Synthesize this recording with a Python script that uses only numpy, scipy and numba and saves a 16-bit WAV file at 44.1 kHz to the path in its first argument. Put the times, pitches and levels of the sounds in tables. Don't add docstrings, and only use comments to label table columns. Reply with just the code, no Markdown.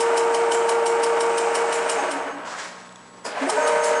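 import sys
import numpy as np
from scipy import signal
from scipy.fft import rfft, irfft
from scipy.io import wavfile
from scipy.ndimage import uniform_filter1d
from numba import njit

SR = 44100
rng = np.random.default_rng(int(sys.argv[2]) if len(sys.argv) > 2 else 0)


def master(y):
    cut = np.clip(np.atleast_2d(y).T, -1, 1)
    pcm = np.round(cut * 32767)
    wavfile.write(sys.argv[1], SR, pcm.astype(np.int16))


def volts_from_db(level):
    exponent = np.asarray(level, float) / 20
    return 10 ** exponent


N = 176400
T = np.arange(N) / SR
TOOTH_HZ, TEETH = 464.1, 16
REVERSE_S, CONTACTOR_S = 3.0, 3.25


def level(x, rms_db):
    return x * volts_from_db(rms_db) / np.sqrt(np.mean(x ** 2))


def curve(table, axis=1):
    return np.interp(T, np.array(table)[:, 0], np.array(table)[:, axis])


def ring(x, hz, width_hz):
    return signal.lfilter(*signal.iirpeak(hz, hz / max(width_hz, 2), SR), x)


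def ring_twice(x, hz, width_hz):
    return ring(ring(x, hz, width_hz), hz, width_hz)


def walk(rate_hz):
    k = int(SR / rate_hz)
    held = np.repeat(rng.standard_normal(N // k + 1), k)
    return 1.05 * uniform_filter1d(uniform_filter1d(held, k), k)[:N]


def colour(x, table):
    hz = np.arange(N // 2 + 1) * SR / N + 1
    points = np.array(table)
    gain_db = np.interp(np.log(hz), np.log(points[:, 0]), points[:, 1])
    return irfft(rfft(x) * volts_from_db(gain_db), N)


def grains(spread_db):
    return rng.standard_normal(N) * volts_from_db(spread_db * np.minimum(rng.exponential(size=N), 3.0))


def burst(rows, lead_s, tail_s):
    out = 0
    for s, db in rows:
        fall = np.where(T < s, (T - s) / lead_s * .5, (s - T) / tail_s)
        out = out + volts_from_db(db) * np.exp(fall - 1e3 * (abs(T - s) > .3))
    return out


# time_s, share_of_full
SPEED = [(0, 1), (1.95, 1), (2.0, .9), (2.12, .61), (2.3, .37), (2.45, .15), (2.7, .02), (3.25, .02),
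         (3.3, .2), (3.41, .6), (3.46, .77), (3.51, .9), (3.555, .93), (3.58, 1), (4, 1)]
# time_s, level_db
LOAD = [(0, -2), (.25, -2), (1.2, -2.5), (1.6, -5.5), (1.86, -9), (1.93, -9), (2.0, -7), (3.55, -3),
        (3.62, -4.5), (3.75, -3), (3.87, -4), (4.0, -5)]
FORWARD_HZ = [354, 377.1, 464.1, 580.3, 610, 667, 725.3, 812.3, 841, 900, 928.2, 1145, 1218.5, 1305, 1392,
              1523, 2234]
FORWARD_DB = [-43.5, -41, -21, -44, -42.5, -40.5, -38.5, -39, -38.5, -36.5, -28.5, -38, -41.5, -42, -43,
              -45, -44.5]
BACKWARD_HZ = [467, 614, 934, 580, 860, 1020, 1250, 1390, 1530]
BACKWARD_DB = [-24, -23, -25.5, -28, -36, -36.5, -35, -40, -33.5]


def gears():
    speed = curve(SPEED)
    turns = np.cumsum(speed) / SR
    steady = np.clip((speed - .93) / .06, 0, 1)
    tooth_settled = np.clip((T - 3.6) / 0.033, 0, 1)
    out = 0
    for lines_hz, lines_db, on in ((FORWARD_HZ, FORWARD_DB, T < REVERSE_S),
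                                   (BACKWARD_HZ, BACKWARD_DB, T >= REVERSE_S)):
        for hz, db in zip(lines_hz, lines_db):
            settled = tooth_settled if hz == BACKWARD_HZ[0] else on
            level_db = db + 4.5 + 0.05 * walk(29.84)
            if db < -31:
                level_db = level_db + 2.16 * walk(25.04)
            if db < -33:
                beat = TOOTH_HZ / TEETH / 5 * turns + rng.random()
                level_db = level_db + 3.0 * np.cos(2 * np.pi * beat)
            out = out + settled * volts_from_db(level_db) * np.sin(2 * np.pi * (hz * turns + rng.random()))
    return out * steady * volts_from_db(curve(LOAD))


# start_s, length_s, pitch_hz, rms_db
CROSSINGS = [(1.97, .05, 830, -31), (1.996, 0.046, 288.6, -37.5), (2.01, 0.037, 733, -30),
             (2.0, .09, 950, -33), (2.024, .035, 462, -31), (2.01, 0.11, 362, -36),
             (2.113, 0.076, 281, -32.5), (2.102, 0.21, 923, -35), (2.155, 0.029, 743, -31),
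             (2.17, 0.1, 464, -35.5), (2.24, 0.044, 280, -38.5), (2.272, .07, 462, -38),
             (2.308, 0.11, 285, -40), (2.354, .16, 933, -43), (2.534, .03, 1600, -37),
             (3.36, .05, 1015, -33), (3.367, .04, 720, -33), (3.406, 0.062, 275, -26.5),
             (3.418, 0.034, 560, -28), (3.455, .045, 360, -30), (3.465, 0.034, 639, -25.5),
             (3.482, 0.022, 760, -25), (1.96, .04, 429, -32), (3.509, 0.071, 432, -25.5),
             (3.545, 0.17, 280, -41.5), (3.613, 0.068, 1490, -30.5), (3.653, .03, 1240, -28)]


def panels():
    edge_s, glide, rough_rad = 0.0077, .012, 0.28
    out = 0
    for s, d, hz, db in CROSSINGS:
        swell = np.clip((T - s) / edge_s / 2, 0, 1)
        shape = swell * np.exp(-np.clip(T - s - .6 * d, 0, 1) / (0.34 * d + edge_s))
        bent_s = T + np.sign(s - REVERSE_S) * glide * (T - s - d / 2) ** 2 / d
        phase = 2 * np.pi * hz * bent_s + rough_rad * walk(70) + 6 * rng.random()
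        out = out + volts_from_db(db + 2.5 + 2.3 * walk(45)) * shape * np.sin(phase)
    return out


# pitch_hz, width_hz, level_db
CASTING = [(295, 29, -9), (356, 39, -5.5), (450, 45.4, -1.5), (607.6, 82, 3.5), (734, 59, -1),
           (813.4, 44, 3.5), (971, 75, -2), (1132, 69, 0.5), (1313, 112, -7), (1525, 89, 0),
           (1702, 216, -9), (2310, 403, -9.5), (2946, 266, -16)]
REVERSE_CASTING_DB = [-4, -4, 0, 0, -1.5, -2, -0.5, -0.5, -0.5, 0, 2.5, 0.5, -1.5]


def casting(x):
    out = 0
    for k, (hz, width_hz, db) in enumerate(CASTING):
        gain = volts_from_db(db + REVERSE_CASTING_DB[k] * (T > REVERSE_S))
        out = out + (-1) ** k * gain * ring(x, hz, width_hz)
    return out


# time_s, level_db
DRIVE = [(0, -1), (1.0, -2), (1.86, -0.5), (2.03, 0.5), (2.14, -3), (2.3, -10.5), (2.45, -15.5), (2.7, -32),
         (3.25, -46), (3.275, -15), (3.35, -9.5), (3.38, -5), (3.44, -2.5), (3.53, -0.5), (3.63, 1),
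         (4.0, 0)]
# pitch_hz, density_db_per_hz
HISS = [(1470, 0.5), (2500, 4.5), (3060, -13), (3560, -13), (5840, -7), (8220, -4), (9120, -13),
        (10800, -30), (14000, -52), (22000, -120)]
# start_s, length_s, level_db
SQUEAKS = [(1.966, 0.11, -8.5), (2.183, 0.055, -15), (2.27, 0.076, -17), (3.415, .03, -19),
           (3.606, 0.087, -6), (3.79, 0.11, -6), (3.928, 0.075, -6.5)]


def rattle():
    spread_db, repeat_share = 3, .5
    tooth = TOOTH_HZ * np.cumsum(curve(SPEED)) / SR
    cycle = (tooth / (5 * TEETH) % 1 * 7602 + 8000 * (T > REVERSE_S)).astype(int)
    turn = (tooth / TEETH % 1 * 1520).astype(int)
    worn = grains(spread_db)[cycle]
    worn = worn + 0.19 * grains(spread_db)[turn]
    grit = repeat_share ** .5 * worn + (1 - repeat_share) ** .5 * grains(spread_db)
    contact = 0.37 + np.exp(-(tooth % 1) / 0.16)
    throb = volts_from_db(1.5 * np.cos(2 * np.pi * tooth / TEETH))
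    knocks = level(grit * contact * throb, 0)
    body = level(level(casting(knocks), 0) + level(ring(knocks, 950, 1720), -8.5), -24.5)

    hiss = level(colour(grains(2.8), HISS), -36.5) * volts_from_db(2.0 * walk(10.97))
    bright = ring(hiss, 8470, 250) + 0.27 * ring(hiss, 7340, 180)
    hiss = hiss + 1.05 * volts_from_db(2.6 * walk(25.4)) * bright

    squeak = sum(volts_from_db(db) * np.exp(-((T - s - d / 2) / (d / 2)) ** 4) for s, d, db in SQUEAKS)
    squeak = squeak * volts_from_db(-37 + 3.0 + 3.6 * walk(60))
    squeak = squeak * np.sin(2 * np.pi * 6460 * T + 1.2 * walk(150))
    return body * volts_from_db(1.8 * walk(30.11) + curve(DRIVE)) + hiss * volts_from_db(1.44 * curve(DRIVE)) + squeak


# start_s, peak_db
TICKS = [(0.0044, -16), (0.173, -16), (0.344, -17), (0.5165, -17), (0.6906, -15), (0.8613, -17),
         (1.0346, -15), (1.206, -18.5), (1.379, -16.5), (1.5502, -15.5), (1.7243, -18.5), (1.895, -14.5),
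         (2.112, -21.5), (3.496, -14.5), (3.673, -16.5), (3.8395, -17)]
# pitch_hz, level_db, t60_s
PAWL = [(3057, 0.5, 0.019), (3910, -14, 0.021), (5230, -3, 0.031), (5570, -2.5, 0.054), (7440, -2, 0.094),
        (8050, -0.5, 0.074), (8554, 4.5, 0.045), (9700, -28, 0.041)]


def pawl():
    lead_s, out_s = 0.0096, 0.016
    peaks = [(s + 0.0033, db) for s, db in TICKS]
    grit = level(grains(4.1), 0)
    sharp = burst(peaks, lead_s / 5, out_s * 0.48)
    drop = grit * (sharp + 0.23 * burst(peaks, lead_s * 0.69, out_s * 2.2))
    creep = 0.26 * grit * burst(peaks, lead_s, out_s * 0.57)
    late = [(s + 0.016, db + 3.3 * z) for (s, db), z in zip(peaks, rng.standard_normal(len(peaks)))]
    shiver = level(grains(3.2), -11) * volts_from_db(2.7 * walk(150)) * burst(late, .004, 0.037)
    out = 0
    for hz, db, t60_s in PAWL:
        gain = volts_from_db(db - (hz < 3500) * (T > REVERSE_S) * 6.3)
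        out = out + gain * ring(drop + (hz > 7000) * creep, hz, 5.0 / t60_s)
    out = out + volts_from_db(-6) * ring(drop + .5 * shiver, 5600, 5100)
    out = out + ring(shiver, 7120, 430) + ring(shiver, 7520, 450) + 0.27 * ring(shiver, 10000, 1500)
    return volts_from_db(-1.5) * out


# pitch_hz, width_hz, level_db
KNOCK = [
    [(602, 54, -2), (825, 53, 1.5), (1156, 63, 0)],
    [(793, 80, -1), (1253, 54, -1)],
]


def cam():
    out = 0
    for modes, late_s, back in ((KNOCK[0], .088, False), (KNOCK[1], -.006, True)):
        push = np.zeros(N)
        push[[int((s + late_s) * SR) for s, db in TICKS if (s > REVERSE_S) == back and s + late_s < 4]] = 1
        for hz, width_hz, db in modes:
            out = out + volts_from_db(db) * SR / width_hz / 8 * ring_twice(push, hz, width_hz)
    return out * volts_from_db(-14 + curve(DRIVE) + 1.9 * walk(6.2))


# start_s, peak_db, pitch_hz
JOLTS = [(2.035, -20, 693), (2.474, -24, 944), (2.537, -24, 1290), (3.251, -21, 956), (3.369, -21, 720),
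         (3.377, -30, 2470), (3.424, -20, 638), (3.474, -12, 700), (3.493, -10, 853), (3.57, -14, 931),
         (3.581, -10, 612)]


def jolts():
    t60_s, out = 0.039, 0
    for s, db, hz in JOLTS:
        age_s = np.clip(T - s, 0, 1)
        shape = volts_from_db(db - 60 * age_s / t60_s) * np.clip(age_s / 0.0024, 0, 1)
        tone = np.sin(2 * np.pi * hz * age_s) + 0.29 * np.sin(2 * np.pi * 0.797 * hz * age_s)
        out = out + shape * tone
    return out


# time_s, level_db
GRIND = [(2.5, -70), (2.58, -52), (2.64, -45), (2.69, -47), (2.75, -68), (3.25, -72), (3.29, -45.5),
         (3.38, -41.5), (3.47, -48), (3.6, -60)]


def grind():
    grit = grains(3.0) * volts_from_db(2.5 * walk(70))
    dull = ring(ring(grit, 2800, 2200), 2900, 2200)
    bright = ring_twice(grit, 5500, 4500)
    return np.where(T > REVERSE_S, level(dull, 0), level(bright, 0)) * volts_from_db(curve(GRIND))


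# time_s, level_db
SCRAPE = [(2.42, -65), (2.455, -41), (2.5, -40), (2.545, -37), (2.575, -37), (2.61, -34.5), (2.65, -36.5),
          (2.7, -45.5), (2.85, -45.5), (3.0, -51)]
# pitch_hz, level_db
SCRAPE_COLOUR = [(180, -50), (300, -26), (460, -8), (760, -3.5), (1600, -4.5), (2250, -13), (8000, -20),
                 (10800, -37)]
# time_s, pitch_hz
SCRAPE_HZ = [(2.45, 1001), (2.55, 1602), (2.66, 2117)]
# start_s, peak_db
CLICKS = [(2.39, -39), (2.591, -25), (2.8594, -32), (2.8924, -30), (2.9248, -28), (2.9587, -23.5)]


def slide():
    rub_db = curve(SCRAPE)
    rub = level(colour(grains(3.3) * volts_from_db(2.7 * walk(60)), SCRAPE_COLOUR), 0) * volts_from_db(rub_db)
    rub = rub + ring(rub, 6500, 4700) * volts_from_db(0.93 * (rub_db - max(db for s, db in SCRAPE)))
    carrier = np.cos(2 * np.pi * np.cumsum(curve(SCRAPE_HZ)) / SR)
    band = level(ring(rng.standard_normal(N), 60, 250) * carrier, -4.0)
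    band = band * volts_from_db(rub_db - 60 * np.clip(T - 2.66, 0, 1))
    clicks = rng.standard_normal(N) * burst(CLICKS, 0.00027, 0.0015)
    creaks = ring_twice(clicks, 3500, 1200) + volts_from_db(-6.0) * ring_twice(clicks, 6900, 2200)
    return rub + band + volts_from_db(-2) * creaks


# pitch_hz, level_db, t60_s
CONTACTOR = [(530, 2.5, 0.014), (950, -1, 0.02), (1430, -3, 0.029), (4800, -5, 0.011), (6840, -12, 0.011)]


def contactor():
    bounces = [(CONTACTOR_S + 0.0012, 0), (CONTACTOR_S + 0.014, -1), (CONTACTOR_S + .04, -12)]
    hit = level(grains(1.1), 0) * burst(bounces, 0.0019, 0.02)
    box = sum(volts_from_db(db + 12) * ring(hit, hz, 5.1 / t60_s) for hz, db, t60_s in CONTACTOR)
    snap = volts_from_db(-8.0) * ring(ring(hit, 2500, 6000), 3800, 7000)
    return volts_from_db(-32) * (box + snap + volts_from_db(-13) * ring_twice(hit, 7500, 3000))


@njit
def walls(x, lags, gain, damp):
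    line, soft, out = np.zeros((8, 8192)), np.zeros(8), np.zeros(len(x))
    for i in range(len(x)):
        total = 0.
        for k in range(8):
            soft[k] += (1 - damp) * (gain[k] * line[k, (i - lags[k]) & 8191] - soft[k])
            total += soft[k]
        out[i] = soft[0] - soft[3] + soft[5] - soft[6]
        for k in range(8):
            line[k, i & 8191] = x[i] + soft[k] - total / 4
    return out


# pitch_hz, density_db_per_hz
SHOP = [(30, -24), (100, -19.5), (150, -11), (270, -6.5), (1060, -13), (1830, -20.5), (7400, -32),
        (10800, -32)]
# pitch_hz, rms_db
HUMS = [(120, -69), (183, -57.5), (240, -60), (463, -62), (931, -56), (1082, -57), (7870, -62)]


def shop():
    hums = 0
    for hz, db in HUMS:
        cut_db = 30 * (hz > 7000) * (T > CONTACTOR_S)
        level_db = db + 4.0 + 2.0 * walk(9.16) - cut_db
        hums = hums + volts_from_db(level_db) * np.sin(2 * np.pi * (hz * T + rng.random()))
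    murmur = level(colour(rng.standard_normal(N), SHOP), -47.5 - 3.0)
    return murmur * volts_from_db(1.0 * walk(6.5)) + hums


def scene():
    room_t60_s, room_damp, room_db = 1.0, 0.44, -11.5
    clatter = rattle() + pawl() + slide() + contactor() + cam() + jolts() + grind()
    lags = rng.integers(900, 3500, size=8)
    room = walls(clatter, lags, volts_from_db(-60 * lags / SR / room_t60_s), room_damp)
    near = gears() + panels() + clatter + volts_from_db(room_db) * room
    low_cut = signal.butter(4, 210, "high", fs=SR, output="sos")
    return (signal.sosfilt(low_cut, near) + shop())[None]


def band_limit(x):
    return signal.sosfilt(signal.butter(12, 13850, fs=SR, output="sos"), x)


def record(dry):
    top_cut = signal.ellip(10, .2, 80, 10780, fs=SR, output="sos")
    direct = signal.sosfilt(top_cut, np.tanh(1.5 * dry) / 1.5)
    mirror_band = signal.butter(6, [12950, 13500], "band", fs=SR, output="sos")
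    image = signal.sosfilt(mirror_band, dry * (-1.) ** np.arange(N))
    return band_limit(direct + volts_from_db(-39.5) * image)


dry = scene()
out = record(dry)
master(out)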